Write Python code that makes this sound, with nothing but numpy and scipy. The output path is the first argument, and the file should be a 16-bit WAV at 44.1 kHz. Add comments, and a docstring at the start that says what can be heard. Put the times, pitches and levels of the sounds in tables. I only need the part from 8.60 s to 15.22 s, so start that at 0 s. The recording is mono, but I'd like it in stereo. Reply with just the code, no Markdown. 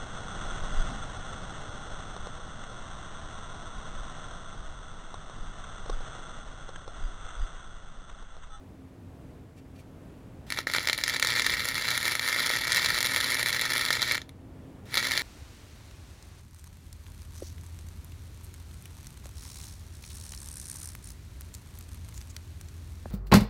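"""A wire-feed welder lays two beads on angle iron, outdoors and close by. Over an idling fan and a distant
rumble, the wire tip scrapes faintly on the steel. The trigger clicks, shielding gas hisses out, and the arc
sputters alight near 1.9 s. It sizzles in time with the rectified mains and pops whenever the wire shorts into
the pool and blows free, while the transformer hums under load. The arc dies at 5.55 s and the hot bead cracks;
after a pause, a short second bead begins near 6.3 s."""
import sys
import numpy as np
from scipy import signal
from scipy.fft import rfft, irfft
from scipy.io import wavfile
from scipy.ndimage import uniform_filter1d, map_coordinates

SR = 44100
rng = np.random.default_rng(int(sys.argv[2]) if len(sys.argv) > 2 else 0)


def wav_record(signal):
    """Record a signal, one row per channel, as 16-bit PCM in the file named by sys.argv[1]."""
    frames = np.transpose(np.atleast_2d(signal))
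    bounded = np.clip(frames, -1, 1)
    # unit amplitude maps onto the largest positive 16-bit level
    quanta = np.round(bounded * 32767).astype(np.int16)
    wavfile.write(sys.argv[1], SR, quanta)


N = 291942
TIME = np.arange(N) / SR
MAINS_HZ, FIRST_CREST_S = 60.025, .0058

# loud short circuits blowing free, and cracks of the hot bead: start_s, level_db, tilt_db_per_octave
LOUD_POPS = [(1.9034, -29, 0.5), (1.9229, -26, 0), (1.9741, -29.5, -2.5), (1.9882, -23, -3),
             (2.071, -24.5, -4.5), (2.0994, -30.5, -4), (2.1368, -24.5, 1.5), (2.1491, -22.5, -4),
             (2.184, -23.0, -4), (2.2732, -18, -1.0), (2.2866, -22, -1.5), (2.2975, -20.0, -3.5),
             (2.3307, -21, 0), (2.3785, -27.5, 1.5), (2.3871, -27, -1.5), (2.4377, -19, 1.0),
             (2.4793, -22.5, 1.5), (2.5977, -20.5, 0.5), (2.626, -19, 0), (2.648, -19.5, -1.5),
             (2.672, -22.5, 1), (2.7964, -20.5, -0.5), (2.8652, -19.5, 0.0), (3.0869, -25.5, 2.5),
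             (3.3772, -21.5, 2.0), (3.4542, -21, -1.0), (3.4803, -22, 0.0), (3.553, -22, -0.5),
             (3.5951, -23, -1), (3.9024, -22, -4.5), (4.1212, -25.5, 3.5), (4.1611, -23.5, 1.5),
             (4.2474, -22.5, -0.5), (4.26, -21, -1.0), (4.3039, -20, -1.5), (4.4057, -20.5, 0.5),
             (4.4283, -21.5, 0.5), (4.562, -19.5, -0.5), (4.6108, -25, 1), (4.829, -21.5, 0.5),
             (4.8606, -24, 0), (4.9283, -23, 0), (5.3054, -17, -2.0), (5.3289, -24, 3.0), (5.419, -21, 0),
             (5.4273, -19.5, -2), (5.5129, -20.5, -1.5), (5.5789, -29, -1.5), (5.6175, -38.0, -1.5),
             (5.6928, -47.5, 2), (6.3425, -23.0, 0), (6.3721, -19.5, -1.5), (6.3775, -18.5, -1),
             (6.5109, -24, 0), (6.5181, -21.5, -0.5), (6.5765, -19.5, 0)]


def arc_level(decay_db_per_s=470, stub_db=-8.5, short_db=-2, short_s=.014):
    """Arc envelope in dB: each burn rises, holds and decays, and dips while the wire shorts it."""
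    # the arc catches, sputters, then burns two beads: strike_s, rise_s, end_s, level_db
    burns = [(1.888, 0.018, 1.96, -44), (1.958, 0.016, 1.991, -33.5), (2.064, 0.0061, 2.48, -38),
             (2.122, 0.019, 2.16, -31), (2.476, 0.017, 5.55, -29.5), (6.285, 0.079, 6.61, -29.5)]
    # swells as the torch weaves along the first bead: time_s, gain_db
    weave = [(2.48, -1.5), (2.66, -2.5), (2.78, 1.0), (3.15, -4.0), (3.33, 1.5), (3.42, -2.5), (3.49, 5),
             (3.62, -0.5), (3.78, 2), (4.06, -1.5), (4.17, 4.5), (4.37, 0), (4.74, 1.5), (4.9, -1.5),
             (5.2, 0), (5.55, -1.5)]
    # the wire stubs into the pool and chokes the arc: start_s, end_s
    stubs = [(2.572, 2.62), (3.535, 3.605)]
    gain = sum(undb(db - decay_db_per_s * np.maximum(TIME - end, 0))
               * np.clip((TIME - strike) / rise, 0, 1) ** 2 for strike, rise, end, db in burns)
    weave_db = np.interp(TIME, *np.transpose(weave), left=0, right=0)
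    stubbed = np.any([(TIME > start) & (TIME < end) for start, end in stubs], axis=0)
    shorted = np.any([(TIME > pop_s - short_s) & (TIME < pop_s) for pop_s, _, _ in LOUD_POPS], axis=0)
    dips_db = uniform_filter1d(stub_db * stubbed + short_db * shorted, size=128, output=float)
    return 20 * np.log10(gain + 1e-6) + weave_db + dips_db


def sizzle(arc_db, bursts_per_s=4500, throb_db=4.6, melt_db=3.5, fizz_db=2, hiss_db=-2):
    """Shot noise at the wire tip and gas hiss, amplitude-modulated by the rectified current."""
    half_cycles = 2 * MAINS_HZ * (TIME - FIRST_CREST_S)
    # every half cycle melts a different amount of wire and fizzes more or less brightly
    melt, fizz = rng.standard_normal((2, N // 100))[:, np.round(half_cycles).astype(int) + 1]
    current = undb(throb_db * np.cos(2 * np.pi * half_cycles) + melt_db * np.clip(melt, -2, 1))
    sizes = undb(np.minimum(rng.exponential(size=N), 4.5))
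    bursts = (rng.random(N) < bursts_per_s / SR) * sizes * rng.choice([-1, 1], N)
    crackle = (unit(bursts) + undb(hiss_db) * rng.standard_normal(N)) * current
    # the wire feeds evenly, so strong and weak cycles balance out within a tenth of a second
    crackle /= np.sqrt(uniform_filter1d(crackle ** 2, SR // 10))
    treble = first_order(crackle, 5000, "high")
    # the treble of each burst radiates unevenly toward the two sides
    treble_gain = undb(fizz_db * fizz) * (1 + .4 * rng.standard_normal((2, N)))
    return unit(crackle + treble * (treble_gain - 1)) * undb(arc_db - 1)


def pops(events, spray_db, stereo_spread, gain_db=0, spray_s=.0008, pivot_hz=2600, size=512):
    """Impulsive radiation: a molten bridge bursts with a pressure pulse and a brief spray of droplets."""
    out = np.zeros((2, N + size))
    lead = size // 8
    t = (np.arange(size) - lead) / SR
    octaves = np.log2(np.clip(np.arange(size // 2 + 1) * SR / size, 500, 12000) / pivot_hz)
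    spray_decay = np.exp(-np.abs(t) / spray_s) * (t > 0)
    for start_s, db, tilt_db in events:
        noise = rng.standard_normal((3, size))
        spray = first_order((noise[0] + stereo_spread * noise[1:]) * spray_decay, 3000, "high")
        burst = undb(spray_db) * unit(spray) / np.sqrt(size) - (t == 0)
        burst *= np.sqrt(.005 * SR) / np.linalg.norm(burst[0])  # energy of 5 ms at unit rms
        tilted = irfft(rfft(burst) * undb(tilt_db * octaves))
        start = int(start_s * SR) - lead
        out[:, start:start + size] += tilted * undb(db + gain_db)
    return out[:, :N]


def small_shorts(arc_db, chance=.3, jitter_s=.0011, above_arc_db=3.2, spread_db=2.2, tilt_db=1.3):
    """Random trials: a small short may clear near each current crest. Returns rows like LOUD_POPS."""
    crests = FIRST_CREST_S + np.arange(1, int(2 * MAINS_HZ * N / SR) - 1) / (2 * MAINS_HZ)
    lateness, strength, brightness = np.clip(rng.standard_normal((len(crests), 3)).T, -2, 2)
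    start_s = crests + jitter_s * lateness
    level_db = np.interp(start_s, TIME, arc_db) + above_arc_db + spread_db * strength
    events = np.transpose([start_s, level_db, tilt_db * brightness])
    return events[rng.random(len(crests)) < chance]


def gas_rush(rush_hz=(900, 3200), click_db=2, click_s=.006):
    """Turbulent flow: after the trigger's click, shielding gas rushes out and swells until the arc strikes."""
    # the gas starts to flow: trigger_s, arc_s, level_db
    triggers = [(1.866, 1.94, -48), (6.255, 6.355, -48)]
    out = np.zeros(N)
    rush = unit(first_order(rng.standard_normal(N), rush_hz, "band"))
    click = undb(click_db) * rng.standard_normal(N)
    for trigger_s, arc_s, db in triggers:
        age = np.maximum(TIME - trigger_s, 0)
        flow = np.interp(TIME, [trigger_s, arc_s, arc_s + .01], [.3, 1, 0], left=0)
        out += undb(db) * flow * (rush + click * np.exp(-age / click_s))
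    return pan_left(out, db=2)


def scrapes(grain=.6, ring_db=-2, rub_db=-5):
    """Friction excites resonance: gritty rubs of the wire tip set the modes of the steel ringing."""
    # rubs as the torch is set in place: peak_s, level_db, half_width_s
    rubs = [(0.983, -62, 0.019), (1.163, -64, .012), (1.2, -60.5, 0.02)]
    # modes of the steel: pitch_hz, bandwidth_hz, level_db
    steel_modes = [(2420, 90, 6), (2660, 220, 3), (3000, 130, 4), (4430, 160, 3), (5800, 170, -17),
                   (9100, 340, -20)]
    swell = sum(undb(db) * np.exp(-((TIME - peak_s) / width) ** 2) for peak_s, db, width in rubs)
    grit = np.exp(grain * rng.standard_normal(N)) * rng.standard_normal(N)
    ring = sum(undb(db) * signal.lfilter(*signal.iirpeak(hz, hz / width, fs=SR), grit)
               for hz, width, db in steel_modes)
    rub = first_order(grit, [1200, 9000], "band")
    return pan_left(swell * (undb(ring_db) * unit(ring) + undb(rub_db) * unit(rub)), db=2)


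def arc_path(size=2048, right_lag_samples=3):
    """Minimum-phase filtering: resonances colour the arc on its way to each microphone."""
    # resonances of the path: centre_hz, bandwidth_hz, left_db, right_db
    resonances = [(360, 150, -17.5, -21), (601, 138, -13, -13), (957, 210, -14.5, -15),
                  (1412, 334, -4, -9.5), (1874, 340, -1.5, -8), (2110, 90, 0.5, -1), (2282, 153, -2, -11),
                  (2790, 230, -29, -11.5), (3303, 480, -3, -13.5), (4333, 1080, -2, -14.5),
                  (5015, 135, -13, -10), (5180, 126, -5, -26), (5770, 76, -6, -28), (6366, 94, -8.5, -10),
                  (6940, 450, -8, -25), (8720, 970, -16.5, -19), (9840, 1070, -15.5, -22.5),
                  (10750, 430, -11, -42.5), (11060, 1670, -16, -22), (14200, 2160, -42, -30.5),
                  (14870, 420, -18, -39)]
    hz = np.arange(size // 2 + 1) * SR / size
    power = sum(undb([[left], [right]]) ** 2 / (1 + 2 * ((hz - centre) / width) ** 2) ** 2
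                for centre, width, left, right in resonances)
    # folding the cepstrum onto positive time makes the response causal
    cepstrum = irfft(np.log(power) / 2)
    cepstrum[:, 1:size // 2] *= 2
    cepstrum[:, size // 2 + 1:] = 0
    response = irfft(np.exp(rfft(cepstrum)))
    response[1] = np.pad(response[1], (right_lag_samples, 0))[:size]  # the arc is nearer the left
    return response / np.linalg.norm(response.mean(axis=0))


def yard_response(scatter_db=-11, scatter_s=.0025, tail_db=-18, tail_hz=4500, tail_t60_s=.17):
    """Reflection outdoors: direct sound, early echoes, scatter off nearby things and a thin, dull tail."""
    # echoes off the work and the block under it: delay_ms, left_gain, right_gain
    echoes = [(.54, 0.32, 0.2), (2.2, 0.14, 0.54), (7.7, 0.02, 0.067), (8.5, 0.022, 0.031)]
    t = np.arange(SR // 3) / SR
    scatter, tail = rng.standard_normal((2, 2, len(t)))
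    scatter = scatter * np.exp(-t / scatter_s) * (t > .0006)
    tail = first_order(tail, tail_hz, "low") * undb(-60 * t / tail_t60_s) * (t > .005)
    response = (undb(scatter_db) * unit(scatter) + undb(tail_db) * unit(tail)) / np.sqrt(len(t))
    response[:, 0] += 1
    for delay_ms, left, right in echoes:
        response[:, int(delay_ms * SR / 1000)] += left, right
    return response / np.linalg.norm(response[0])


def camera_sway(sound, spread_samples=.4):
    """Path difference: as the camera sways in the hand, the lag between the microphones wanders."""
    lag = spread_samples * wander(9)
    return np.array([sound[0], map_coordinates(sound[1], [np.arange(N) + lag], order=3)])


def transformer(arc_db, half_load_db=-42, flutter_db=1.8):
    """Forced vibration: the transformer hums at even harmonics of the mains while current flows."""
    # partials under load: harmonic_number, level_db
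    partials = [(2, -54.5), (4, -61), (6, -61), (8, -61)]
    hum = sum(undb(db + flutter_db * wander(8.5))
              * np.sin(2 * np.pi * (harmonic * MAINS_HZ * TIME + rng.random()))
              for harmonic, db in partials)
    load = 1 / (1 + undb(2 * (half_load_db - arc_db)))
    return np.sqrt(2) * load * hum


def fan(pitch_waver=.00684, flutter_db=3):
    """Tonal noise of rotation: the idling fan and motor give tones that waver in level and pitch."""
    # tones of fan and motor: pitch_hz, level_db
    tones = [(89, -59), (265.5, -57.5), (313.5, -65.5), (626, -74)]
    return np.sqrt(2) * sum(undb(db + flutter_db * wander(16))
                            * np.sin(2 * np.pi * hz * np.cumsum(1 + pitch_waver * wander(18)) / SR)
                            for hz, db in tones)


def distant_rumble(level_db=-48, wander_db=1.1, bass_width=.19, widening_hz=2200):
    """Coherence falls with frequency: a restless rumble, alike on both sides, under a faint wide hiss."""
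    # spectrum of the outdoor background: frequency_hz, relative_density_db
    spectrum = [(20, -19), (45, -0.5), (95, 1.5), (150, -0.5), (210, -5), (400, -10.5), (700, -17),
                (1200, -24), (2500, -31.5), (5000, -39.5), (10000, -42), (16000, -47.5)]
    hz = np.maximum(np.arange(N // 2 + 1) * SR / N, 1)
    points_hz, density_db = np.transpose(spectrum)
    colour = undb(np.interp(np.log(hz), np.log(points_hz), density_db))
    mid, side = rfft(rng.standard_normal((2, N))) * colour
    side *= np.minimum(bass_width + hz / widening_hz, 1)
    rumble = unit(irfft(np.array([mid + side, mid - side]), N))
    return rumble * undb(level_db + wander_db * wander(4.96))


def undb(db):
    """Decibels to amplitude ratio."""
    return 10 ** (np.asarray(db) / 20)


def unit(x):
    """Normalisation to rms 1."""
    return x / np.sqrt(np.mean(x ** 2))


def wander(rate_hz):
    """Slow random modulation of rms 1: values held for 1 / rate_hz seconds and smoothed twice."""
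    hold = int(SR / rate_hz)
    steps = rng.standard_normal(2048)[np.arange(N) // hold % 2048]
    return unit(uniform_filter1d(uniform_filter1d(steps, hold), hold))


def first_order(x, cutoff_hz, kind):
    """Filtering with slopes of 6 dB per octave."""
    return signal.sosfilt(signal.butter(1, cutoff_hz, kind, fs=SR, output="sos"), x)


def pan_left(x, db):
    """Level difference: the left side gains db and the right loses as much."""
    return x * undb([[db], [-db]])


def convolve(x, response):
    """Convolution of each channel with its impulse response."""
    return signal.fftconvolve(x, response, axes=1)[:, :N]


def scene():
    """Superposition: arc and torch share the same reflections, over the hum and the rumble."""
    yard = yard_response()
    arc_db = arc_level()
    background = pan_left(fan() + transformer(arc_db) + distant_rumble(), db=.5)
    arc = sizzle(arc_db)
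    arc += pops(LOUD_POPS, spray_db=.5, stereo_spread=.98, gain_db=.5)
    arc += pops(small_shorts(arc_db), spray_db=-1, stereo_spread=.97)
    torch = convolve(arc, arc_path()) + scrapes() + gas_rush()
    return camera_sway(convolve(torch, yard)) + background


def record(dry, ceiling=.9, top_hz=15950):
    """Soft saturation: the microphone rounds the loudest cracks, then a steep low-pass cuts the top."""
    rounded = ceiling * np.tanh(dry / ceiling)
    return signal.sosfilt(signal.ellip(10, .2, 70, top_hz, fs=SR, output="sos"), rounded)


dry = scene()
out = record(dry)
wav_record(out)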